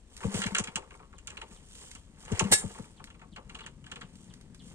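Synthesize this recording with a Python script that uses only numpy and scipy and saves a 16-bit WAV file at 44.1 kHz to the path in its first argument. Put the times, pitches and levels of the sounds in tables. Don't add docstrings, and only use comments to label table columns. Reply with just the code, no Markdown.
import sys
import numpy as np
from scipy import signal
from scipy.fft import rfft, irfft
from scipy.io import wavfile

SR = 44100
rng = np.random.default_rng(int(sys.argv[2]) if len(sys.argv) > 2 else 0)


def put_to_file(sound):
    columns = np.atleast_2d(sound).T
    safe = np.clip(columns, -1, 1)
    whole_steps = np.round(safe * 32767)
    wavfile.write(sys.argv[1], SR, whole_steps.astype(np.int16))


N = 209430
TIME = np.arange(N) / SR
BINS_HZ = np.maximum(np.arange(N // 2 + 1) * SR / N, 1)

# start_s, level_db
PUFFS = [(.241, -22.5), (0.338, -26), (0.451, -29), (0.593, -31), (0.674, -43), (0.751, -39.5),
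         (1.503, -50), (2.312, -21.5), (2.410, -22.5), (2.504, -28), (2.634, -28), (2.789, -36)]


def from_db(db):
    return 10 ** (np.asarray(db) / 20)


def rms_one(x):
    return x / np.sqrt(np.mean(x ** 2) + 1e-20)


def over_hz(points):
    hz, value = np.transpose(points)
    return np.interp(np.log(BINS_HZ), np.log(hz), value)


def band(low_hz, high_hz, order=4):
    below = (low_hz / BINS_HZ) ** (2 * order)
    above = (BINS_HZ / high_hz) ** (2 * order)
    return 1 / np.sqrt((1 + below) * (1 + above))


def colour(points):
    return from_db(over_hz(points)) * band(points[0][0], points[-1][0])


def resonances(modes):
    powers = [from_db(db) ** 2 / (1 + (2 * (BINS_HZ - hz) / width_hz) ** 2)
              for hz, width_hz, db in modes]
    return np.sqrt(sum(powers))


def noise(gain):
    # freq_hz, correlation (0-1)
    likeness = [(25, .95), (80, .99), (300, .98), (1000, .94), (2700, .86), (5000, .65), (9000, .5)]
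    mid, side = rfft(rng.standard_normal((2, N))) * gain
    alike = np.clip(over_hz(likeness), 0, 1)
    common = np.sqrt(1 + alike) * mid
    opposed = np.sqrt(1 - alike) * side * [[1], [-1]]
    return rms_one(irfft(common + opposed, N))


def grain(rate_hz, depth_db):
    spectrum = rfft(rng.standard_normal(N)) * band(rate_hz / 10, rate_hz, order=2)
    wander = rms_one(irfft(spectrum, N))
    return rms_one(from_db(depth_db * np.clip(wander, -2, 2)))


def ring(force, hz, t60_s):
    radius = from_db(-60 / (t60_s * SR))
    angle = 2 * np.pi * hz / SR
    feedback = [1, -2 * radius * np.cos(angle), radius * radius]
    return signal.lfilter([0, np.sin(angle)], feedback, force + 1e-18)


def add(track, start_s, sound):
    start = max(round(start_s * SR), 0)
    track[start:start + len(sound)] += sound[:max(N - start, 0)]


def blows(times_s, levels_db, hold_s, rise_s, decay_s, tail_db, tail_decay_s):
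    power, t = np.zeros(N), TIME[:SR // 3]
    dying = np.exp(-np.maximum(t - hold_s, 0) / decay_s) + from_db(tail_db) * np.exp(-t / tail_decay_s)
    shape = np.minimum(t / rise_s, 1) * dying
    for start_s, db in zip(times_s, levels_db):
        add(power, start_s, (from_db(db) * shape) ** 2)
    return np.sqrt(power)


def envelope(start_s, attack_s, hold_s, release_s):
    t = TIME - start_s
    return np.clip(t / attack_s, 0, 1) * np.exp(-np.maximum(t - attack_s - hold_s, 0) / release_s)


def outdoors(rumble_db=-56, air_db=-75, drone_start_db=-66.5, drone_db_per_s=3, drone_hz=(140, 195)):
    # freq_hz, density_db (per Hz)
    rumble_spectrum = [(18, 2), (35, 2.5), (55, 4), (90, 0), (130, -14), (250, -11.5), (450, -19.5),
                       (800, -29.5)]
    rumble = from_db(rumble_db) * noise(colour(rumble_spectrum))
    drone_gain = from_db(drone_start_db + drone_db_per_s * TIME)
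    drone = drone_gain * noise(band(*drone_hz)) * grain(31, 2.9)
    air = from_db(air_db) * noise(band(290, 7300) / np.sqrt(BINS_HZ))
    return rumble + drone + air


def bird(start_hz=5500, end_hz=2740, fall_s=.0108, swoop_s=.034, held_db=-17, length_s=.075,
         scatter_db=-2):
    # start_s, level_db
    chirps = [(1.150, -68), (1.552, -63), (1.955, -62), (2.964, -61.5), (3.317, -60), (3.624, -55),
              (4.007, -58), (4.289, -62.5), (4.588, -57)]
    whistle, t = np.zeros(N), TIME[:int(length_s * SR)]
    hz = end_hz + (start_hz - end_hz) * np.exp(-t / fall_s)
    swoop = np.sin(np.pi * np.minimum(t / swoop_s, 1))
    effort = swoop + from_db(held_db) * np.sin(np.pi * t / length_s)
    chirp = effort * np.sin(2 * np.pi * np.cumsum(hz) / SR)
    for start_s, db in chirps:
        add(whistle, start_s, from_db(db) * chirp)
    whistle = whistle * grain(450, 5)
    scrub = rng.standard_normal((2, SR // 4)) * np.exp(-TIME[:SR // 4] / 0.034)
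    scrub /= np.linalg.norm(scrub, axis=1, keepdims=True)
    scattered = signal.fftconvolve(whistle[None], scrub, axes=1)[:, :N]
    return whistle + from_db(scatter_db) * scattered


def gear_speed(spin_up_db_per_s=112, resting_db=-78):
    # top_speed_s, whirr_db, run_down_db_per_s
    strokes = [(0.368, -43, 48), (1.33, -61, 28), (1.84, -60.5, 82), (2.381, -43.5, 46.5),
               (3.559, -60.5, 103.5), (3.93, -63, 35.5), (4.3, -68.5, 32.5), (4.72, -62.5, 31)]
    power = from_db(resting_db) ** 2
    for peak_s, db, run_down_db_per_s in strokes:
        drop_db = np.maximum(spin_up_db_per_s * (peak_s - TIME), run_down_db_per_s * (TIME - peak_s))
        power = power + from_db(db - drop_db) ** 2
    return np.sqrt(power)


def grit_motion(tyre_db=-5.5, resting_db=-74.5):
    # middle_s, half_length_s, level_db
    scuffs = [(0.145, 0.028, -61), (0.247, 0.028, -51), (0.377, 0.027, -39), (0.95, 0.025, -65.5),
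              (1.538, 0.032, -58.5), (1.82, 0.086, -53.5), (2.222, 0.017, -56.5), (2.705, 0.098, -54.5),
              (4.22, 0.067, -64), (4.685, 0.038, -59.5)]
    tyres = from_db(tyre_db) * gear_speed()
    power = tyres ** 2 + from_db(resting_db) ** 2
    for middle_s, half_s, db in scuffs:
        power = power + (from_db(db) / np.cosh((TIME - middle_s) / half_s)) ** 2
    return np.sqrt(power)


def crackle(per_s=130, size_db=4, crackle_db=-6, decay_s=0.0012):
    # start_s, level_db
    ticks = [(0.166, -43.5), (.176, -46), (1.752, -48.5), (1.914, -43.5), (3.041, -43), (4.155, -54),
             (4.338, -49.5), (4.411, -53.5), (4.546, -50)]
    # freq_hz, density_db (per Hz)
    tick_spectrum = [(1200, 1.5), (3000, 3.5), (9000, 3.5), (10500, -8), (14000, -22.5)]
    times_s, levels_db = np.transpose(ticks)
    loud = blows(times_s, levels_db, hold_s=0.0006, rise_s=.0004, decay_s=0.0027,
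                 tail_db=-11.0, tail_decay_s=0.027)
    born = rng.random(N) < per_s / SR
    spread_db = size_db * np.minimum(rng.exponential(1, N), 3)
    sizes = born * grit_motion() * from_db(crackle_db + spread_db)
    small = signal.lfilter([1], [1, -np.exp(-1 / (decay_s * SR))], sizes + 1e-18)
    cracks = (loud + small) * noise(1)
    return irfft(rfft(cracks) * rms_one(colour(tick_spectrum)), N)


def rubbing(whirr_db=1, rustle_db=1):
    # freq_hz, density_db (per Hz)
    whirr_spectrum = [(180, -38.5), (300, -18.5), (432, -3), (622, -13.5), (886, -7.5), (1420, -17.5),
                      (1970, -13), (3270, -24), (3770, -26.5), (5000, -23.5), (6500, -45), (11000, -120)]
    # freq_hz, density_db (per Hz)
    rustle_spectrum = [(1760, -32.5), (3000, -1.5), (4060, -8.5), (5310, -8), (7280, -1), (8880, -1.5),
                       (9500, -4.5), (10000, -21.5), (14700, -26), (15500, -36.5)]
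    teeth, slips = grain(110, 3.6), grain(130, 2.5)
    whirr = from_db(whirr_db) * gear_speed() * noise(colour(whirr_spectrum)) * teeth
    rustle = from_db(rustle_db) * grit_motion() * noise(colour(rustle_spectrum)) * slips
    return whirr + rustle


def lever(slam_s=2.514, attack_s=0.0086, slam_db=-16.5, chatter_db=-39, spring_db=-36,
          rattle_db=0.5, ring_db=-2.04, spring_hz=(6900, 9250)):
    # freq_hz, density_db (per Hz)
    slam_spectrum = [(350, -10.5), (500, -4.5), (680, -22), (860, -9), (1150, -21.5), (1750, -12),
                     (2500, -13), (3700, -7.5), (5000, -10.5), (6500, -8), (9000, 2), (10100, -22),
                     (14500, -20)]
    # freq_hz, rms_db, t60_s
    lever_modes = [(840, -6, .05), (1714, 3, .13), (2045, -3, .04), (2172, -.5, .07), (2347, -7, .05),
                   (2694, -4, .06), (2845, -5, .06), (3224, -7, .12), (3714, -2, .15), (3827, -1, .15),
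                   (4273, -4, .14), (4686, -3.5, .14), (5096, -6, .12), (5440, -3, .1), (5620, -2, .09),
                   (5797, -6, .11), (6521, -1, .06), (6925, 0, .08), (7044, -4, .15), (7235, -3, .12),
                   (7466, -1, .09), (7587, 0, .14), (7878, 0, .17), (8104, -2, .09), (8475, 0, .17),
                   (8707, 2, .12), (8812, 2, .14), (8940, 0, .17), (9096, 1, .17), (9307, 0, .16)]
    slam = from_db(slam_db) * envelope(slam_s, attack_s, hold_s=0.016, release_s=0.0056)
    chatter = from_db(chatter_db) * envelope(slam_s, attack_s, hold_s=0.07, release_s=.012)
    force = np.hypot(slam, chatter)
    bounces = grain(300, 2.5)
    rattle = force * noise(colour(slam_spectrum)) * bounces
    taps = force * bounces * noise(1)
    ringing = sum(from_db(db) * rms_one(ring(taps, hz, t60_s)) for hz, db, t60_s in lever_modes)
    ringing = rms_one(ringing) * np.sqrt(np.mean(force ** 2))
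    sizzle = from_db(spring_db) * envelope(slam_s, attack_s, hold_s=0.07, release_s=0.027)
    spring = sizzle * noise(band(*spring_hz, order=20)) * bounces
    return from_db(rattle_db) * rattle + from_db(ring_db) * ringing + spring


def contacts(rattles_per_s=34, rattle_db=7.5, rattle_spread_db=2):
    # start_s, level_db, hardness (0-1)
    knocks = [(.205, -33.5, 0.16), (.229, -31, 0), (.338, -36.5, 0.05), (.3412, -29, 0.8),
              (.4169, -21.5, 0.6), (.4347, -23, 0.55), (.463, -25, 0.64), (.5471, -18, 0.62),
              (.5634, -23, 0.53), (.5758, -22.5, 0.29), (.5825, -23, 0.92), (.5945, -30.5, 0.9),
              (.638, -31.5, 0.81), (.672, -29, 0.37), (.7565, -23, 0.77), (.764, -29, 0.1), (.82, -46, 0),
              (.906, -39, 0.23), (.94, -45, 0), (.994, -44.5, 0), (1.025, -48, 0.13), (1.1268, -45.5, 0.11),
              (1.1817, -45, 0.8), (1.272, -30.5, 0.71), (1.3014, -40.5, 0.74), (1.316, -43.5, 0.14),
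              (1.3697, -32.5, 0.41), (1.4137, -32.5, 0.44), (1.423, -42, 0.22), (1.51, -47, 0.13),
              (1.9497, -43, 0.92), (1.952, -47, 0.11), (2.2498, -46.5, 0.93), (2.289, -38, 0),
              (2.3178, -34.5, 0.85), (2.3932, -17, 0.85), (2.395, -20, 0.05), (2.4404, -35, 0.7),
              (2.613, -38, 0), (2.695, -45, 0), (2.746, -39.5, 0.13), (2.776, -39, 0.05), (2.841, -47, 0),
              (2.995, -43, 0), (3.07, -43.5, 0.3), (3.1013, -44, 0.5), (3.143, -47, 0.27),
              (3.193, -48.5, 0.35), (3.214, -41.5, 0.15), (3.232, -52, 0.03), (3.3605, -37, 0.26),
              (3.372, -38, 0.07), (3.3605, -36, 0.35), (3.494, -37.5, 0.45), (3.5458, -33.5, 0.48),
              (3.5877, -36.5, 0.38), (3.6054, -37, 0.39), (3.6359, -42, 0.21), (3.6621, -32.5, 0.55),
              (3.841, -48, 0.45), (3.8636, -40.5, 0.48), (3.897, -49, 0.23), (3.9145, -30, 0.53),
              (3.9574, -34, 0.42), (4.0106, -33, 0.41), (4.027, -50, 0.34)]
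    # hardness (0-1), gain_db
    upper_ring = [(.05, -11.5), (.4, 3.5)]
    when, size, hard = rng.random((200, 3)).T
    start_s = (np.arange(len(when)) + when) / rattles_per_s
    whirr_db = np.interp(start_s, TIME, 20 * np.log10(gear_speed()))
    db = whirr_db + rattle_db + rattle_spread_db * (2 * size - 1)
    rattles = np.transpose([start_s, db, hard / 2])[start_s < TIME[-1]]
    start_s, db, hardness = np.vstack([knocks, rattles]).T
    hardness = np.clip(hardness, 0, 1)
    ring_db = db + np.interp(hardness, *np.transpose(upper_ring))
    click_db = db - 32.5 + 29.5 * hardness
    body_db = db - 2.5 - 24.5 * hardness
    return start_s, db, ring_db, click_db, body_db


def clatter(case_lag_s=0.00083, frame_lag_s=0.0044, tank_lag_s=0.0096, click_gain_db=3,
            case_gain_db=-14, frame_gain_db=-2, tank_gain_db=-7, case_split_hz=2600, strike_spread_db=2.0):
    # freq_hz, density_db (per Hz)
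    click_spectrum = [(2350, -39), (4000, -14), (4660, -12), (7090, 0), (7550, 1.5), (8450, -7), (9150, -4),
                      (9790, -21), (12400, -34), (13600, -47.5), (15500, -47.5)]
    # freq_hz, width_hz, level_db
    case_modes = [(1287, 89, -10.5), (1388, 45, -8.5), (1696, 330, -3.5), (2254, 280, -4.5),
                  (2530, 60, -11.5), (2855, 100, -3), (3286, 100, -7.5), (4050, 200, -12.5),
                  (4674, 590, -17)]
    # freq_hz, width_hz, level_db
    frame_modes = [(735, 30, 2), (889, 45, 5.5), (1106, 60, 0.5), (1194, 170, -3.5)]
    start_s, clunk_db, ring_db, click_db, body_db = contacts()
    clicks = blows(start_s, click_db + click_gain_db, hold_s=0.0029, rise_s=0.00048, decay_s=0.0048,
                   tail_db=-21.0, tail_decay_s=0.033)
    steel = clicks * noise(colour(click_spectrum))
    mixes_db = strike_spread_db * rng.standard_normal((len(start_s), len(case_modes)))
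    skirts = band(1200, 4700, order=6)
    for (hz, width_hz, db), mix_db in zip(case_modes, mixes_db.T):
        source_db = clunk_db if hz < case_split_hz else ring_db
        clunk = blows(start_s + case_lag_s, source_db + case_gain_db + db + mix_db, hold_s=0.007,
                      rise_s=0.0006, decay_s=0.0061, tail_db=-19.5, tail_decay_s=.04)
        steel = steel + clunk * noise(resonances([(hz, width_hz, 0)]) * skirts)
    frame = blows(start_s + frame_lag_s, body_db + frame_gain_db, hold_s=0.0025, rise_s=0.0083,
                  decay_s=0.011, tail_db=-17.5, tail_decay_s=0.06)
    tank = blows(start_s + tank_lag_s, body_db + tank_gain_db, hold_s=0.0068, rise_s=0.016,
                 decay_s=0.007, tail_db=-9.0, tail_decay_s=0.048)
    bouncing, buzzing = grain(300, 2.8), grain(220, 2.5)
    frame_sound = frame * buzzing * noise(resonances(frame_modes) * band(770, 1700))
    tank_sound = tank * noise(band(380, 510, order=6))
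    return steel * bouncing + frame_sound + tank_sound


def ground(x, count=8, scatter_db=-11, spread_s=.022):
    delays_s = rng.uniform(0.001995, spread_s, (2, count, 1))
    signs = rng.choice([-1, 1], (2, count, 1))
    echoes = np.sum(signs * np.exp(-2j * np.pi * BINS_HZ * delays_s), axis=1) / np.sqrt(count)
    scattered = irfft(rfft(x) * echoes * band(380, 11000, order=2), N)
    return x + from_db(scatter_db) * scattered


def silencer(hz=197, rise_s=0.0068, decay_s=0.012, tail_db=-10):
    # start_s, level_db
    gulps = [(0.273, -29.5), (.386, -32), (0.517, -34), (2.446, -25.5), (2.656, -39)]
    hum, t = np.zeros(N), TIME[:SR // 4]
    tail = from_db(tail_db) * np.exp(-t / .045)
    dying = np.exp(-np.maximum(t - 2 * rise_s, 0) / decay_s) + tail
    swing = np.minimum(t / rise_s, 1) * dying * np.sin(2 * np.pi * hz * t)
    for start_s, db in gulps:
        add(hum, start_s, from_db(db) * swing)
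    return hum * grain(90, 1.5)


def ports_open(lag_s=0.0028, chuff_db=-15.0, chuff_hz=(300, 520)):
    start_s, db = np.transpose(PUFFS)
    chuffs = blows(start_s + lag_s, db + chuff_db, hold_s=0.0045, rise_s=.003, decay_s=.007,
                   tail_db=-15, tail_decay_s=0.044)
    return chuffs * noise(band(*chuff_hz, order=6))


def exhaust(start_hz=430, end_hz=72, swell_s=0.015, steepness=4.05, flutter_db=-12):
    # level_db, fall_s
    puff_fall = [(-29, .0127), (-21, .0096)]
    # freq_hz, gain_db
    pipe = [(30, 7.5), (70, 3), (100, 4), (124, -3.5), (155, -3.5), (195, 4.5), (250, 1.5), (320, -7.5),
            (480, 3), (900, -3.5)]
    tone, flow, t = np.zeros(N), np.zeros(N), TIME[:SR // 8]
    swell = (t / swell_s * np.exp(1 - t / swell_s)) ** steepness
    for start_s, db in PUFFS:
        fall_s = np.interp(db, *np.transpose(puff_fall))
        hz = end_hz + (start_hz - end_hz) * np.exp(-t / fall_s)
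        pressure = from_db(db) * swell
        add(tone, start_s, pressure * np.sin(2 * np.pi * np.cumsum(hz) / SR))
        add(flow, start_s, pressure)
    flutter = grain(220, 2)
    turbulence = from_db(flutter_db) * flow * noise(band(35, 350, order=3))
    ragged = tone * flutter + turbulence
    return irfft(rfft(ragged) * from_db(over_hz(pipe)), N)


def scene():
    # freq_hz, phase_rad
    left_lag = [(40, -2), (250, 0.57), (750, 1.29), (1500, 1.15), (4500, 3.5), (9000, 5), (15000, 4.5)]
    steel_and_grit = ground(clatter() + lever() + rubbing())
    left, right = exhaust() + ports_open() + silencer() + steel_and_grit + crackle()
    left = irfft(rfft(left) * np.exp(-1j * over_hz(left_lag)), N)
    return np.array([left, right]) + bird() + outdoors()


def record(dry):
    # freq_hz, left_minus_right_db
    balance = [(100, 6), (300, 6.5), (750, 3.5), (2500, 0.5), (4800, -1.5), (6000, -3), (7500, -8.5),
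               (8700, 4.5), (9400, 8), (11000, 1)]
    ports = from_db(over_hz(balance) / 2 * [[1], [-1]])
    ports = ports / np.sqrt(np.mean(ports ** 2, axis=0))
    coloured = irfft(rfft(dry) * ports, N)
    top_cut = signal.cheby2(16, 60, 15900, fs=SR, output="sos")
    return signal.sosfilt(top_cut, coloured)


dry = scene()
out = record(dry)
put_to_file(out)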